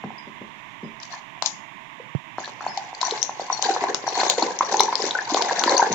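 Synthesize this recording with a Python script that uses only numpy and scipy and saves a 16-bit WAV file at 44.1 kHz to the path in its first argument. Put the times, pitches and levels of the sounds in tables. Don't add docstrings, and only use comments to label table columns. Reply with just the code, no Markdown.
import sys
import numpy as np
from scipy import signal
from scipy.fft import rfft, irfft
from scipy.io import wavfile

SR = 44100
rng = np.random.default_rng(int(sys.argv[2]) if len(sys.argv) > 2 else 0)


def transcribe(u):
    v = np.clip(np.atleast_2d(u).T, -1, 1)
    q = np.round(v * 32767).astype(np.int16)
    wavfile.write(sys.argv[1], SR, q)


N = 261954
TIME = np.arange(N) / SR

# t/s, relative level/dB
NUDGES = [(0.036, -15.5), (0.266, -26), (0.408, -22.5), (0.825, -16.5), (0.838, -27), (2.673, -31.5),
          (5.897, -12.5), (5.919, -19)]


def from_db(db):
    return 10 ** (np.asarray(db) / 20)


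def rms_one(x):
    return x / np.sqrt(np.mean(x ** 2) + 1e-20)


def at_hz(points, hz, column=1):
    points = np.array(points)
    return np.interp(np.log(hz + 1e-3), np.log(points[:, 0]), points[:, column])


def cut(x, hz, kind, order=2):
    sections = signal.butter(order, hz, kind, fs=SR, output="sos")
    return signal.sosfilt(sections, x + 1e-18)


def delayed(x, s):
    return np.interp(TIME - s, TIME, x, left=0)


def add(out, s, sound):
    start = max(round(s * SR), 0)
    out[start:start + len(sound)] += sound[:max(N - start, 0)]


def ring(drive, hz, t60):
    radius = from_db(-60 / (t60 * SR))
    angle = 2 * np.pi * hz / SR
    return signal.lfilter([0, np.sin(angle)], [1, -2 * radius * np.cos(angle), radius * radius], drive + 1e-18)


def microphone_noise():
    hiss_db, air_db = -38, -65
    # f/Hz, relative level/dB
    hiss_spectrum = [(25, -11.5), (65, -42), (115, -1), (320, -4), (510, -21.5), (650, -3.5), (770, -8.5),
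                     (930, 3.5), (1090, 2.5), (1330, -14), (2000, 0), (3600, -11.5), (4500, -32.5),
                     (7000, -28)]
    hz = np.arange(N // 2 + 1) * SR / N
    coloured = irfft(rfft(rng.standard_normal(N)) * from_db(at_hz(hiss_spectrum, hz)), N)
    hiss = from_db(hiss_db) * rms_one(cut(coloured, 7500, "low"))
    air = from_db(air_db) * rms_one(cut(rng.standard_normal((2, N)), 7000, "low"))
    touch = np.zeros(N)
    add(touch, 2.1503, from_db([-7]))
    resonances = ring(-touch, 143, 0.05) + from_db(6) * ring(-touch, 220, 0.0044)
    bump = cut(resonances, 99, "high", order=4)
    return air + (hiss + bump) * [[0], [1]]


def kitchen(x, ceiling_db=-13, flutter_db=-22, alike_hz=1100):
    ceiling_s = 0.0203
    # f/Hz, relative level/dB, t60/s
    tail_bands = [(119, -1.5, 0.28), (400, -6.5, 0.45), (900, -6, 0.35), (2010, -5.5, 0.17),
                  (4550, -9.5, 0.16), (8250, -5.5, 0.39)]
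    t, edges = TIME[:SR // 2], np.geomspace(70, 11000, 13)
    tail, white = 0, rng.standard_normal((2, 2, len(t)))
    for k, (low, high) in enumerate(zip(edges, edges[1:])):
        hz = np.sqrt(low * high)
        mid, side = cut(white[k % 2], [low, high], "band")
        decay = from_db(-60 * t / at_hz(tail_bands, hz, column=2))
        decay = decay * (1 - np.exp(-t / 0.00029))
        alike = 0.59 / (1 + (hz / alike_hz) ** 4)
        both = np.sqrt(1 + alike) * mid + np.sqrt(max(1 - alike, 0)) * side * [[1], [-1]]
        tail = tail + from_db(at_hz(tail_bands, hz)) * both * decay / np.sqrt(2 * np.sum(decay ** 2))
    dull = cut(x, 2500, "low", order=1)
    first = from_db(ceiling_db) * delayed(dull, ceiling_s)
    second = from_db(flutter_db) * delayed(dull, 2 * ceiling_s)
    return first + second + signal.fftconvolve(x[None], tail, axes=1)[:, :N]


def rim(splash):
    # f/Hz, drive level/dB, t60/s
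    rim_modes = [(3326, -69, 0.33), (4630, -68, 0.16), (6150, -64.5, 0.58), (8000, -68, 0.38)]
    return sum(from_db(level_db) * ring(splash, hz, t60) for hz, level_db, t60 in rim_modes)


def clinks(touch_s=0.00069):
    # t/s, envelope level/dB, f/Hz, t60/s
    clink_rows = [(0.181, -34.5, 5027, 0.098), (.84, -49.5, 5060, 0.19), (2.677, -25.5, 4430, 0.047),
                  (2.69, -34.5, 5110, 0.42), (3.049, -11, 5900, 0.039), (3.052, -26, 4380, .1),
                  (3.527, -5, 5810, 0.024), (3.529, -23, 4380, 0.15), (4.072, -15.5, 5790, 0.038),
                  (4.075, -30, 4430, 0.16)]
    out, t = np.zeros(N), TIME[:SR // 2]
    for s, level_db, hz, t60 in clink_rows:
        envelope = from_db(level_db - 60 * t / t60) * (1 - np.exp(-t / touch_s))
        add(out, s, envelope * np.sin(2 * np.pi * hz * t))
    return out


def thuds():
    # f/Hz, relative level/dB, t60/s
    bowl_modes = [(136, -13, 0.076), (165, -12.5, 0.062), (224, -9.5, 0.064), (314, -12.5, 0.047),
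                  (409, -10, 0.029), (520, -23, 0.045)]
    out, strengths_db = np.zeros(N), rng.normal(0, 1.8, (len(NUDGES), len(bowl_modes)))
    for k, (hz, mode_db, t60) in enumerate(bowl_modes):
        clicks = np.zeros(N)
        for (s, level_db), luck_db in zip(NUDGES, strengths_db[:, k]):
            add(clicks, s + 0.0038, from_db([level_db + mode_db + luck_db]))
        out += (-1) ** k * ring(clicks, hz, t60)
    return from_db(4.5) * cut(out, 110, "high", order=3)


def waves():
    attack_s, release_s, sag_db_per_s = 0.018, 0.04, 20
    swirl_spray_db, swirl_gurgle_db = -4.5, -6
    # t/s, relative level/dB
    swirl_points = [(0, -62), (2.33, -72.5), (2.7, -43), (2.98, -45), (3.2, -39), (4.02, -37.5),
                    (4.57, -38), (4.9, -30.5), (5.22, -32), (5.5, -24.5), (5.94, -28.5)]
    # start t/s, length/s, relative slosh level/dB, spray against slosh/dB, gurgle against slosh/dB
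    strokes = [(1.008, 0.026, -52.5, 12.5, -25), (1.1, 0.042, -38, -1, -35), (1.42, 0.031, -32, 4, -25),
               (2.376, 0.1, -37, 0.5, -1), (2.599, 0.27, -35, -7, -27), (3, 0.2, -28, -1.5, -16.5),
               (3.38, 0.013, -34, 6.5, 4), (3.505, 0.17, -37.5, 3.5, -26), (3.605, 0.13, -22.5, -1, -4),
               (3.795, 0.089, -24, -9.5, 0.5), (4.053, 0.11, -27.5, -2, -3.5), (4.142, .17, -21, -1, -2),
               (4.361, 0.14, -25.5, -2.5, 3.5), (4.596, 0.11, -32, -0.5, 3.5),
               (4.704, .14, -26.5, 1.5, 5.5), (4.96, 0.12, -29.5, 2.5, 0), (5.285, 0.13, -26.5, 1, 4),
               (5.584, 0.22, -20, -5.5, -2), (5.82, 0.17, -24, -8.5, 0)]
    swirl = from_db(np.interp(TIME, *np.transpose(swirl_points)))
    power = np.outer(from_db([0, swirl_spray_db, swirl_gurgle_db]), swirl) ** 2
    for start, length, level_db, spray_db, gurgle_db in strokes:
        age = np.maximum(TIME - start, 0)
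        wave = np.minimum(age / attack_s, 1) * from_db(level_db - sag_db_per_s * age)
        wave = wave * np.exp(-np.maximum(age - length, 0) / release_s)
        power += np.outer(from_db([0, spray_db, gurgle_db]), wave) ** 2
    return np.sqrt(power)


def aftermath(rows, share_db, fade_s):
    out = np.zeros(N)
    for s, level_db, *_ in rows:
        add(out, s, from_db(level_db + share_db) * np.exp(-TIME[:SR // 3] / fade_s))
    return out


def lumps(depth_db, rate_hz):
    wander = rms_one(cut(rng.standard_normal(N), rate_hz, "low"))
    return rms_one(from_db(depth_db * np.tanh(wander)))


def bubble(hz, swell, rise):
    age = TIME[:int(10 * swell * SR) + 2] / swell
    envelope = age * np.exp(1 - age)
    pitch = hz * (1 + rise * np.tanh(age / 2 - 1 / 2))
    return envelope * np.sin(2 * np.pi * np.cumsum(pitch) / SR)


def pops(rows, rise, smack_db, smack_s):
    out, t = np.zeros(N), TIME[:SR // 20]
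    smacks = rng.standard_normal((len(rows), len(t))) * t / smack_s * np.exp(1 - t / smack_s)
    for (s, level_db, hz, swell), smack in zip(rows, smacks):
        add(out, s, from_db(level_db) * bubble(hz, max(swell, 1e-4), rise))
        add(out, s, from_db(level_db + smack_db) * smack)
    return out


def swarm(low_hz, high_hz, per_s, cycles, spread_db, apart_s, count=32):
    # f/Hz, relative level/dB
    bubble_colour = [(170, -12), (320, 0), (520, 16.5), (640, -6), (850, 5), (1000, 3), (1300, -23),
                     (1600, -1), (2200, -6), (3100, -9), (4300, 6.5), (5000, -1), (6000, 7), (7500, -5)]
    sizes = from_db(spread_db * np.minimum(rng.exponential(1, N), 3)) * rng.choice([-1, 1], N)
    clicks = sizes * (rng.random(N) < per_s / SR)
    dealt, out = rng.integers(0, count, N), np.zeros((2, N))
    for k, hz in enumerate(np.geomspace(low_hz, high_hz, count)):
        strength = from_db(at_hz(bubble_colour, hz)) * np.sqrt(hz)
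        grain = strength * bubble(hz, cycles / hz, rise=0.014)
        voice = signal.oaconvolve(clicks * (dealt == k), grain)[:N]
        out += [voice, delayed(voice, apart_s * rng.uniform(-1.96, 1))]
    return rms_one(out)


def liquid(gurgle_db=-5.5, slosh_db=-4.0, spray_db=-2.0, blip_db=-7, drip_db=-8):
    gurgle_lag_s = 0.0091
    # t/s, relative level/dB, f/Hz, swell time/s
    plop_rows = [(.0385, -20.5, 834, 0.00061), (.104, -27.5, 840, 0.0011), (1.1362, -27, 1040, 0.0014),
                 (1.138, -29.5, 1750, 0.0025), (1.375, -35, 730, 0.00049), (1.4231, -13.5, 940, 0.00075),
                 (1.9981, -31, 492, .0038), (2.3832, -13, 757, 0.00055), (2.4366, -27, 1710, 0.0037),
                 (2.477, -19.5, 960, 0.00041), (2.6075, -19.5, 1220, 0.00048), (2.6406, -24, 845, 0.0013),
                 (2.6642, -9, 820, 0.0011), (2.7741, -17.5, 795, 0.0024), (2.9294, -23, 855, 0.0011),
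                 (3.029, -10, 978, 0.0017), (3.0823, -17, 890, 0.0021), (3.121, -18, 444, 0.003),
                 (3.2929, -16.5, 843, 0.0014), (3.3957, -14.5, 755, 0.00097), (3.5005, -10, 955, 0.0012),
                 (3.593, -19.5, 860, .0014), (3.6305, -17, 850, 0.00077), (3.6421, -20, 1600, 0.002),
                 (3.6865, -12, 770, 0.0044), (3.7011, -14.5, 417, 0.0021), (3.763, -10, 910, 0.00086),
                 (3.8387, -10, 770, .0013), (3.8682, -19, 1006, 0.0024), (3.9101, -19, 450, 0.0014),
                 (3.9452, -8, 1000, 0.00013), (4.039, -19, 520, 0.00059), (4.0777, -8.5, 850, 0.001),
                 (4.2323, -5.5, 760, 0.00051), (4.382, -14, 675, 0.00058), (4.423, -8, 816, 0.0012),
                 (4.428, -13.5, 300, 0.0019), (4.608, -1.5, 1033, 0.00094), (4.7221, -17.5, 800, 0.00092),
                 (4.7425, -7, 835, .002), (4.8035, 2, 888, 0.0011), (4.8829, -12.5, 900, 0.0052),
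                 (4.9265, -6.5, 910, 0.0011), (5.0388, -14, 413, 0.0015), (5.1506, -11.5, 1504, 0.0029),
                 (5.1874, -9.5, 1690, 0.0015), (5.319, -16.5, 295, 0.0034), (5.3459, -5, 647, 0.00057),
                 (5.3704, -11, 1074, .0017), (5.4961, -11.5, 1750, 0.00084), (5.5096, -11, 940, 0.0012),
                 (5.6377, -3.5, 1220, 0.00027), (5.66, -14, 300, 0.0015), (5.6768, -8.5, 958, 0.0021),
                 (5.7261, -14, 343, 0.0016), (5.7947, -4.5, 924, 0.0035), (5.8193, -12, 1520, 0.0019),
                 (5.8254, -4.5, 842, 0.0023)]
    # t/s, relative level/dB, f/Hz, swell time/s (at least 0.0001 is used)
    spit_rows = [(1.0015, -28.5, 5300, 0.00026), (1.0318, -23.5, 4180, .0002),
                 (1.4236, -6.5, 4800, 0.00005), (1.4602, -7, 6350, 0.00055), (1.4742, -13, 5530, 0.00036),
                 (2.4457, -24, 4040, 0.00042), (2.4575, -24, 4060, 0.00041), (2.7739, -18.5, 4900, .0002),
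                 (2.9485, -27.5, 4560, .001), (3.0137, -10, 4740, 0.00014), (3.0289, -17, 5400, .0003),
                 (3.1095, -11.5, 4030, 0.00043), (3.2169, -19, 5600, 0.0015), (3.2286, -3, 5870, 0.00038),
                 (3.6245, -2, 6000, 0.00023), (3.9457, -5.5, 4950, 0.00017), (4.1996, -15.5, 4200, 0.003),
                 (4.2985, 1.5, 6400, 0.00026), (4.4247, -13, 4260, 0.0014), (4.589, -12, 6030, 0.00047),
                 (4.769, -11, 6060, 0.00055), (4.7956, -6.5, 3870, 0.00072), (4.805, -4, 5550, 0.00088),
                 (4.833, -13, 5760, 0.00058), (4.9547, -5, 4800, 0.00046), (5.0199, -14.5, 4870, 0.00065),
                 (5.109, -13.5, 3650, 0.00078), (5.3449, -3.5, 4250, 0.00008),
                 (5.4223, -4.5, 4830, 0.000073), (5.593, -9, 5820, .0011), (5.638, -3.5, 3880, 0.00019),
                 (5.6941, -11, 4110, 0.00095), (5.7666, -11.5, 4480, 0.0018), (5.7786, -6.5, 5960, .0009),
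                 (5.9273, -8, 5820, 0.00035)]
    surface, flung, deep = waves()

    blip_swarm = swarm(717.5, 1793, per_s=55, cycles=2.8, spread_db=-1.0, apart_s=0.0001, count=12)
    drip_swarm = swarm(3600, 7000, per_s=170, cycles=7.8, spread_db=8.0, apart_s=0.00019, count=12)
    blips = from_db(blip_db) * surface * blip_swarm
    drips = from_db(drip_db) * flung * drip_swarm

    shaken = aftermath(NUDGES, share_db=-15.5, fade_s=0.021)
    deep = from_db(gurgle_db) * delayed(np.hypot(deep, shaken), gurgle_lag_s)
    deep = np.hypot(deep, aftermath(plop_rows, share_db=-30, fade_s=0.0044))
    surface = np.hypot(from_db(slosh_db) * surface, aftermath(plop_rows, share_db=-15.5, fade_s=0.0065))
    flung = np.hypot(from_db(spray_db) * flung, aftermath(spit_rows, share_db=-8.5, fade_s=0.0036))

    gurgle = deep * swarm(193.5, 581.0, per_s=260, cycles=1.6, spread_db=3.5, apart_s=0.0001)
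    slosh = surface * swarm(650.0, 2683, per_s=1100, cycles=1.71, spread_db=2.0, apart_s=0.00013)
    spray = flung * swarm(2737, 8310, per_s=3400, cycles=1.9, spread_db=4.0, apart_s=0.00021)
    wash = (gurgle + slosh + spray) * lumps(depth_db=6.5, rate_hz=43)

    plops = cut(pops(plop_rows, rise=0.034, smack_db=-7, smack_s=0.00067), [260, 1750], "band", order=3)
    spits = cut(pops(spit_rows, rise=0.098, smack_db=-15, smack_s=0.00061), [2200, 13000], "band")
    return wash + blips + drips + plops + from_db(3) * spits


def scene():
    splash, thud = liquid(), thuds()
    near = splash + rim(splash) + clinks()
    room = kitchen(near[0] + from_db(1) * thud)
    left, right = cut(near + from_db(-3.5) * thud + room, 84, "high")
    hz = np.arange(N // 2 + 1) * SR / N
    # f/Hz, level/dB
    shade_points = [(300, 0.0), (900, -2), (2600, -3), (3700, -0.5), (4700, -15.0), (6000, -25.0), (7700, -22)]
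    shaded = irfft(rfft(right) * from_db(at_hz(shade_points, hz)), N)
    return np.array([left, shaded]) + microphone_noise()


def record(dry):
    treble_edge_hz, cutoff_hz = 7580, 16800
    narrow = signal.sosfilt(signal.ellip(8, 0.5, 60, treble_edge_hz, fs=SR, output="sos"), dry)
    shelf = from_db(-23.5) * cut(dry, 4000, "high")
    circuit = from_db(-69.5) * cut(rng.standard_normal((2, N)), 14000, "low", order=1)
    loud = np.clip(narrow + shelf + circuit, -0.93, 0.93)
    return signal.sosfilt(signal.cheby2(14, 70, cutoff_hz, fs=SR, output="sos"), loud)


dry = scene()
out = record(dry)
transcribe(out)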